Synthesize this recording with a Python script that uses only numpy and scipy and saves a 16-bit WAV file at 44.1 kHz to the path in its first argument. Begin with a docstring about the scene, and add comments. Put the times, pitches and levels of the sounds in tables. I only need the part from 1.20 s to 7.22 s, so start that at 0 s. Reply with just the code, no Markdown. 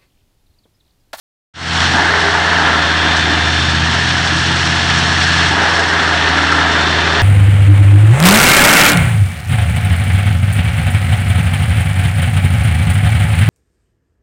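"""Open railway track, close beside a working ballast tamper; the sound fades in.
The diesel drones at governed speed and sags when the hydraulic pump takes load and whines.
Lifted clear, the vibrating tines hum; twice they plunge in with a thud, then crunch and scrape
through the stones. Loose linkage clinks with every shake, the heavy frame rumbles, and oil hisses
in the valves, most strongly as it drives the unit on to the next sleeper."""
import sys
import numpy as np
from scipy import signal
from scipy.fft import rfft, irfft
from scipy.io import wavfile

SR = 44100
rng = np.random.default_rng(int(sys.argv[2]) if len(sys.argv) > 2 else 0)


def store_wav(level_fs):
    """Save 16-bit WAV to argv[1]."""
    pcm = np.round(np.clip(np.atleast_2d(level_fs), -1, 1) * 32767)
    wavfile.write(sys.argv[1], SR, pcm.T.astype(np.int16))


N = 265482
T = np.arange(N) / SR

# the tines are down in the stone bed: plunge_s, clear_s, thud_db
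DIGS = [(0.713, 2.43, -18), (4.30, 6.75, -19)]


def amp(db):
    """Decibels to gain."""
    return 10 ** (np.asarray(db) / 20)


def unit(x):
    """Scales to rms 1."""
    return x / np.sqrt(np.mean(x ** 2) + 1e-20)


def curve(rows):
    """An automation curve through (time, value) points."""
    return np.interp(T, *np.transpose(rows))


def drift(hz):
    """A slow random wander of rms 1, up to about hz."""
    f = np.fft.rfftfreq(N, 1 / SR)
    return unit(irfft(rfft(rng.standard_normal(N)) * np.exp(-(f / hz) ** 2), N))


def colour(x, spectrum, size=4096):
    """Minimum-phase EQ, so that clicks keep their attack; the result has rms 1."""
    hz, db = np.transpose(spectrum)
    f = abs(np.fft.fftfreq(size, 1 / SR))
    log_gain = np.log(amp(np.interp(np.log(f + 1), np.log(hz), db)))
    taps = np.fft.ifft(np.exp(signal.hilbert(log_gain).conj())).real
    return unit(signal.oaconvolve(x, taps)[:N])


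def tones(turns, orders, waver, waver_hz):
    """Partials at multiples of a rotation, each wavering in strength and phase."""
    return sum(amp(db) * np.sqrt(2) * (1 + waver * drift(waver_hz))
               * np.cos(2 * np.pi * (k * turns + rng.random()) + waver * drift(waver_hz))
               for k, db in orders)


def strokes(turns, length, depth):
    """A gain that jumps once a turn and dies away within a share of it."""
    return unit(1 + depth * np.exp(-(turns % 1) / length))


def knocks(per_s, spread_db):
    """Random clicks, mostly small and a few large."""
    size = amp(spread_db * np.minimum(rng.exponential(1, N), 4))
    return unit(size * rng.choice([-1., 1.], N) * (rng.random(N) < per_s / SR))


def jolts(per_s, fade_s, depth):
    """A gain of irregular jumps, each settling back to 1."""
    hits = rng.exponential(1, N) * (rng.random(N) < per_s / SR)
    return 1 + depth * signal.lfilter([1], [1, -np.exp(-1 / (fade_s * SR))], hits)


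def arch(start_s, end_s, skew=1):
    """A half-sine swell; a skew below 1 brings its peak forward."""
    return np.sin(np.pi * np.clip((T - start_s) / (end_s - start_s), 0, 1) ** skew)


def stage(rows, attack_s, release_s):
    """A stage of the work cycle: its gate (0-1), and a gated ramp from its start to its end."""
    on, ramp = np.zeros(N), np.zeros(N)
    for start, end, *_ in rows:
        gate = np.clip(np.minimum((T - start) / attack_s, (end - T) / release_s), 0, 1)
        on += gate
        ramp += gate * (T - start) / (end - start)
    return on, ramp


def exhaust(firings, level_db, pressure, swell_db=2.5):
    """The firing note swells with pump pressure, over side tones from cylinders of unequal strength."""
    # side tones: firing_multiple, level_db
    side_orders = [(0.75, -21.5), (1.25, -21), (1.75, -14), (2, -5.5), (2.25, -26.5), (2.75, -15),
                   (3, -16.5), (3.75, -14), (4, -18.5)]
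    note = amp(swell_db * pressure) * tones(firings, [(1, 0.0046)], waver=0.039, waver_hz=14)
    sides = tones(firings, side_orders, waver=0.07, waver_hz=5)
    return amp(level_db) * (note + sides)


def engine_rattle(firings, level_db, cylinders=4):
    """Each firing jolts the block; one of the cylinders knocks harder, and loose parts tick."""
    # tone of the engine block: freq_hz, gain_db
    block_eq = [(300, -24.5), (700, -15.5), (1500, -2.5), (2300, -3), (2900, 0.5), (3500, 0.5),
                (3900, -5.5), (4350, -2.5), (4800, -12), (7000, -21), (11000, -54)]
    pulse = strokes(firings, length=.3, depth=0.13)
    pulse *= strokes(firings / cylinders, length=0.13, depth=0.074)
    pulse *= jolts(per_s=110, fade_s=0.0054, depth=0.24)
    return amp(level_db) * colour(pulse * knocks(per_s=20000, spread_db=1.5), block_eq)


def valve_gear(firings, level_db, cylinders=4, size=2048):
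    """Valves and injectors repeat the same ticks every engine cycle, giving the roar a fine buzz."""
    # tone of the valve gear: freq_hz, gain_db
    valve_eq = [(150, -25), (280, -9), (400, -11.5), (500, -13), (600, -10.5), (700, -2), (1000, -5.5),
                (1300, -4.5), (1700, 3), (1900, -5.5), (2400, -13), (4000, -12), (7000, -35)]
    phase = np.arange(size) / size
    pattern = rng.standard_normal(size) * strokes(cylinders * phase, length=0.22, depth=1.1)
    ticks = np.interp(firings / cylinders, phase, pattern, period=1)
    return amp(level_db) * colour(ticks, valve_eq)


def oil_hiss(firings, level_db, cylinders=4):
    """Oil rushes through the valves, pulsing slightly with the engine."""
    # tone of the rushing oil: freq_hz, gain_db
    oil_eq = [(2000, -16.5), (4000, -0.5), (4900, -3), (5450, 2.5), (6100, -4.5), (7000, -9.5), (7800, -10),
              (8400, -13.5), (9200, -18.5), (10200, -21.5)]
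    pulse = strokes(firings, length=.3, depth=0.057)
    pulse *= strokes(firings / cylinders, length=0.52, depth=0.29)
    flow = rng.standard_normal(N) * pulse * jolts(per_s=120, fade_s=0.017, depth=0.12)
    return amp(level_db) * colour(flow, oil_eq)


def valve_whistles(width_hz=44):
    """Narrow, fuzzy bands of hiss swell and fade as the oil valves open and close."""
    # valve openings: start_s, end_s, pitch_hz, level_db
    whistles = [(0.3, 0.85, 4300, -32), (1.306, 2.2, 3260, -31), (3.5, 4.45, 4330, -31.5)]
    out = np.zeros(N)
    for start, end, hz, db in whistles:
        angle = 2 * np.pi * hz * T
        band = drift(width_hz) * np.cos(angle) + drift(width_hz) * np.sin(angle)
        out += amp(db) * arch(start, end) * band
    return out


def tine_hum(shakes, free_db, churn_db, damping=0.99):
    """The arms hum when free; any touch of the ballast damps them, and higher tones rise in the frame."""
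    # partials swinging free, and pressed into the stones: shake_multiple, level_db
    free_orders = [(3, -10), (4, 3), (5, -4), (6, -14.5), (7, -10), (9, -21)]
    pressed_orders = [(2, -16), (6, -11.5), (8, -10), (9, -6), (10, -6.5), (12, -8), (13, -5), (17, -11.5),
                      (21, -8)]
    touching, _ = stage(DIGS, attack_s=0.094, release_s=0.42)
    free = amp(free_db) * tones(shakes, free_orders, waver=0.12, waver_hz=4.6)
    pressed = amp(churn_db - 15) * tones(shakes, pressed_orders, waver=0.41, waver_hz=6.1)
    return (1 - damping * touching) * free + pressed


def frame_rumble(shakes, level_db):
    """Dull blows travel into the heavy frame with each shake."""
    # tone of the frame: freq_hz, gain_db
    frame_eq = [(20, -44), (45, -16), (65, -15), (110, -2), (180, -4), (240, 0), (320, 2.5), (375, -4),
                (420, -5), (490, -14.5), (900, -37.5), (3000, -60)]
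    blows = knocks(per_s=2000, spread_db=3.0) * strokes(shakes, length=.3, depth=0.2)
    return amp(level_db) * colour(blows, frame_eq)


def ballast_churn(shakes, level_db, load):
    """Stones grind in clumps at each push of the tines; the packed bed growls only under load."""
    # tone of loose stones, and of those packed deep under the sleeper: freq_hz, gain_db
    loose_eq = [(150, -20.5), (410, -14), (500, -9), (610, -4.5), (715, 3.5), (800, 0), (900, 2.5),
                (1100, 0), (1320, -1.5), (1900, 0.5), (2400, -14.5), (4000, -11.5), (9000, -52)]
    packed_eq = [(150, -27.5), (300, -18.5), (400, 0.5), (470, -6.5), (580, -4.5), (750, -13), (2000, -48)]
    clumps = strokes(shakes + 0.1 * drift(10), length=0.16, depth=0.2 + 0.084 * load)
    clumps *= jolts(per_s=110, fade_s=0.0021, depth=0.26)
    grind = colour(clumps * amp(.5 * drift(40)) * knocks(per_s=14000, spread_db=2.0), loose_eq)
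    growl = colour(clumps * knocks(per_s=6000, spread_db=2.5), packed_eq)
    return amp(level_db + .5 * drift(4.8)) * (grind + amp(-12.5) * load * growl)


def steel_clatter(shakes, level_db, load):
    """Tines and loose linkage are struck in bursts, harder under load, and ring briefly."""
    # resonances of the tamping unit: pitch_hz, width_hz, level_db
    modes = [(1342, 110, -8.5), (1540, 116, -4), (1705, 145, -3), (1803, 75, -9), (2060, 67, -10.5),
             (3160, 430, -16)]
    bursts = strokes(shakes + 0.057 * drift(17), length=0.21, depth=0.45 + 0.48 * load)
    bursts *= jolts(per_s=92, fade_s=0.0014, depth=0.23)
    t = T[:SR // 20]
    out = np.zeros(N)
    for hz, width, db in modes:
        ring = amp(db) * np.sqrt(width) * np.exp(-np.pi * width * t) * np.sin(2 * np.pi * hz * t)
        out += signal.oaconvolve(bursts * knocks(per_s=8000, spread_db=1.5), ring)[:N]
    return amp(level_db) * unit(out)


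def linkage_chatter(shakes, pitch_hz=1713, pitch_spread=0.035, backswing_db=-4.5):
    """A loose link hits its stop at both ends of each shake, each clink at a slightly different pitch."""
    # fader ride of the clinks: time_s, level_db
    fader = [(0.55, -34), (0.8, -22), (1.1, -22.5), (1.9, -22), (2.3, -23.5), (2.55, -24), (2.65, -22.5),
             (3.22, -23), (3.42, -36), (3.7, -23), (4.6, -21), (5.6, -25.5), (5.75, -27)]
    attack_s, decay_s = 0.00068, 0.0075
    swings = np.floor(2 * shakes + 0.1187 * drift(19.97))
    hits = np.flatnonzero(np.diff(swings) > 0)
    t = T[:SR // 20]
    envelope = (1 - np.exp(-t / attack_s)) * np.exp(-t / decay_s)
    out = np.zeros(N + len(t))
    for at, (detune, force_db) in zip(hits, rng.standard_normal((len(hits), 2))):
        hz = pitch_hz * (1 + pitch_spread * detune)
        gain = amp(force_db + backswing_db * (swings[at] % 2))
        out[at:at + len(t)] += gain * envelope * np.sin(2 * np.pi * hz * t)
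    return amp(curve(fader)) * unit(out[:N])


def plunge(attack_s=0.011, fade_s=0.1):
    """A gritty thud as the tines break into the stones."""
    # tone of the impact: freq_hz, gain_db
    thud_eq = [(30, -48), (70, -2), (110, -12), (190, -0.5), (300, 4.5), (400, -3), (550, -11), (900, 10),
               (1300, -24), (4000, -35)]
    push = np.zeros(N)
    for start, _, db in DIGS:
        age = np.maximum(T - start, 0)
        push += amp(db) * np.minimum(age / attack_s, 1) * np.exp(-(age / fade_s) ** 2)
    return push * colour(knocks(per_s=2200, spread_db=1.5), thud_eq)


def stone_bursts(shakes, cues, spectrum):
    """Short rushes of coarse grains that swell quickly, rattle with each push of the tines and die."""
    swell = sum(amp(db) * np.sqrt(abs(arch(start, start + length, skew=0.54)))
                for start, length, db in cues)
    pushes = strokes(shakes + 0.076 * drift(18), length=0.34, depth=1.2)
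    grains = knocks(per_s=1800, spread_db=4.5) * pushes * jolts(per_s=140, fade_s=0.0055, depth=0.41)
    return swell * colour(grains, spectrum)


def stone_crunch(shakes):
    """Pockets of stones give way with a crunch."""
    # collapsing pockets: start_s, length_s, level_db
    crunches = [(0.714, 0.18, -21.5), (1.146, .14, -23), (1.373, 0.13, -19), (4.31, 0.29, -23),
                (4.725, 0.18, -24.5), (5.2, 0.3, -24), (5.7, 0.15, -27.5)]
    # their tone: freq_hz, gain_db
    crunch_eq = [(400, -32), (620, -10), (740, 3), (900, 9.5), (1020, -6), (1300, -5.5), (3000, -43)]
    return stone_bursts(shakes, crunches, crunch_eq)


def lurches(width_s=0.092):
    """The unit lurches, briefly lifting or ducking the rumble, the churn and the clatter (in dB)."""
    # lurches: peak_s, rumble_db, churn_db, clatter_db
    accents = [(0.78, 5, -1, 3.5), (1.46, 3, 2.5, 1), (1.87, 4.5, 1.5, 2.5), (2.12, 6, 1, 0.5),
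               (2.75, 3, 3, -3), (3.05, 3, 0.5, -0.5), (3.25, 0, -1.5, -2), (4.38, 5, 1.5, 0),
               (5.3, -3, -2, 2), (5.72, 3, 0, -3)]
    return sum(np.outer(offsets_db, np.exp(-((T - s) / width_s) ** 2)) for s, *offsets_db in accents)


def panel_drone(shakes):
    """Frame panels resonate with single overtones of the vibrator as the load on the frame shifts."""
    # panel resonances: start_s, end_s, shake_multiple, level_db
    panels = [(0.793, 1.316, 12, -28), (1.22, 1.646, 8, -30), (2.85, 3.2, 9, -31), (2.85, 3.752, 10, -31.5),
              (4.35, 4.948, 12, -33.5), (4.92, 5.78, 8, -26.5), (5.1, 5.604, 9, -33), (5.498, 6.2, 11, -34),
              (5.702, 6.2, 12, -28.5)]
    return sum(amp(db) * arch(start, end) * tones(shakes, [(k, 0)], waver=0.22, waver_hz=14)
               for start, end, k, db in panels)


def pump_whine(firings, pumping, teeth_per_firing=14.5):
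    """Engine-driven gear teeth whine under load, growing through each stroke and dropping near its end."""
    # partials of the gears: tooth_rate_multiple, level_db
    gear_orders = [(2, -8.5), (3, -1)]
    # fader ride of the whine: time_s, level_db
    fader = [(1.4, -31), (1.75, -28.5), (2.05, -26.5), (2.2, -24.5), (2.52, -28), (2.62, -32), (2.75, -40),
             (4.9, -39), (5.3, -33), (5.62, -28.5), (5.87, -25.5), (6.02, -34)]
    whine = tones(teeth_per_firing * firings, gear_orders, waver=0.21, waver_hz=16)
    return pumping * amp(curve(fader)) * whine


def tine_scrape(shakes):
    """The tines scrape as they squeeze the stones together."""
    # squeezes: start_s, length_s, level_db
    scrapes = [(1.396, 0.26, -19.5), (4.74, 0.39, -24), (5.17, 0.4, -21), (5.547, 0.12, -21.5)]
    # their tone: freq_hz, gain_db
    scrape_eq = [(600, -38), (1000, -9), (1200, -4.5), (1350, 8.5), (1470, 2), (1620, 1.5), (1850, -5),
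                 (2300, -11), (5000, -73)]
    return stone_bursts(shakes, scrapes, scrape_eq)


def scene():
    """The cycle of dig, pump stroke and advance rides the mix; diesel and vibrator set the pulse."""
    # the pump works against pressure: start_s, end_s
    pump_strokes = [(1.32, 2.78), (4.79, 6.3)]
    # oil drives the unit on to the next sleeper: start_s, end_s
    advances = [(-0.55, 0.77), (3, 4.35)]
    # speed of the tine vibrator: time_s, rate_hz
    shake_rate = [(0.4, 32.62), (0.8, 33.92), (1.8, 33.38), (2.4, 32.39), (2.9, 31.92), (3.8, 33.27),
                  (4.6, 33.22), (5.1, 34)]
    # each layer's resting level and its offsets in the cycle: rest_db, dig_db, pump_db, advance_db
    exhaust_mix = (-22.5, -3, 1.5, 2.2)
    rattle_mix = (-19.5, -1.04, 0.4, 2)
    valve_mix = (-24, -1.5, 0.5, 4)
    hiss_mix = (-25.5, -2, -1.36, 3)
    hum_mix = (-28, -15, 1, -3.5)
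    rumble_mix = (-31.5, 0.8, 2, 0)
    churn_mix = (-23, 5.5, -0.27, 4)
    clatter_mix = (-22, 3, -1.1, 3.5)
    governed_hz, load_sag_hz, pressure_sag_hz = 84.37, 2.53, 0.597  # diesel firing rate

    load, _ = stage(DIGS, attack_s=0.083, release_s=0.8)
    pumping, pressure = stage(pump_strokes, attack_s=.22, release_s=.16)
    _, advance = stage(advances, attack_s=0.17, release_s=0.13)
    speed = advance ** 2  # the unit gathers speed through each advance

    def level(rest_db, dig_db, pump_db, advance_db):
        """A layer's level in dB through the cycle."""
        return rest_db + dig_db * load + pump_db * pumping + advance_db * speed

    firings = np.cumsum(governed_hz - load_sag_hz * pumping - pressure_sag_hz * pressure ** 4) / SR
    shakes = np.cumsum(curve(shake_rate)) / SR
    rumble_lurch_db, churn_lurch_db, clatter_lurch_db = lurches()
    churn_db = level(*churn_mix) + churn_lurch_db

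    diesel = exhaust(firings, level(*exhaust_mix), pressure)
    diesel += engine_rattle(firings, level(*rattle_mix)) + valve_gear(firings, level(*valve_mix))
    hydraulics = pump_whine(firings, pumping) + oil_hiss(firings, level(*hiss_mix)) + valve_whistles()
    frame = tine_hum(shakes, level(*hum_mix), churn_db) + panel_drone(shakes)
    frame += frame_rumble(shakes, level(*rumble_mix) + rumble_lurch_db)
    tamping = plunge() + ballast_churn(shakes, churn_db, load)
    tamping += steel_clatter(shakes, level(*clatter_mix) + clatter_lurch_db, load)
    tamping += stone_crunch(shakes) + tine_scrape(shakes) + linkage_chatter(shakes)
    return (diesel + hydraulics + frame + tamping)[None]


def record(dry):
    """The microphone thins the deepest bass; then a fade-in, a soft peak limiter and a high cut."""
    low_cut_hz, high_cut_hz, ceiling = 48, 9900, 0.93
    thinned = signal.sosfilt(signal.butter(3, low_cut_hz, "highpass", fs=SR, output="sos"), dry)
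    faded = thinned * np.interp(T, [.337, .342, .45, .62], [0, .025, .37, 1])
    limited = faded / (1 + (faded / ceiling) ** 8) ** (1 / 8)
    high_cut = signal.firwin(255, high_cut_hz, window=("kaiser", 9), fs=SR)
    return signal.oaconvolve(limited, high_cut[None], "same")


dry = scene()
out = record(dry)
store_wav(out)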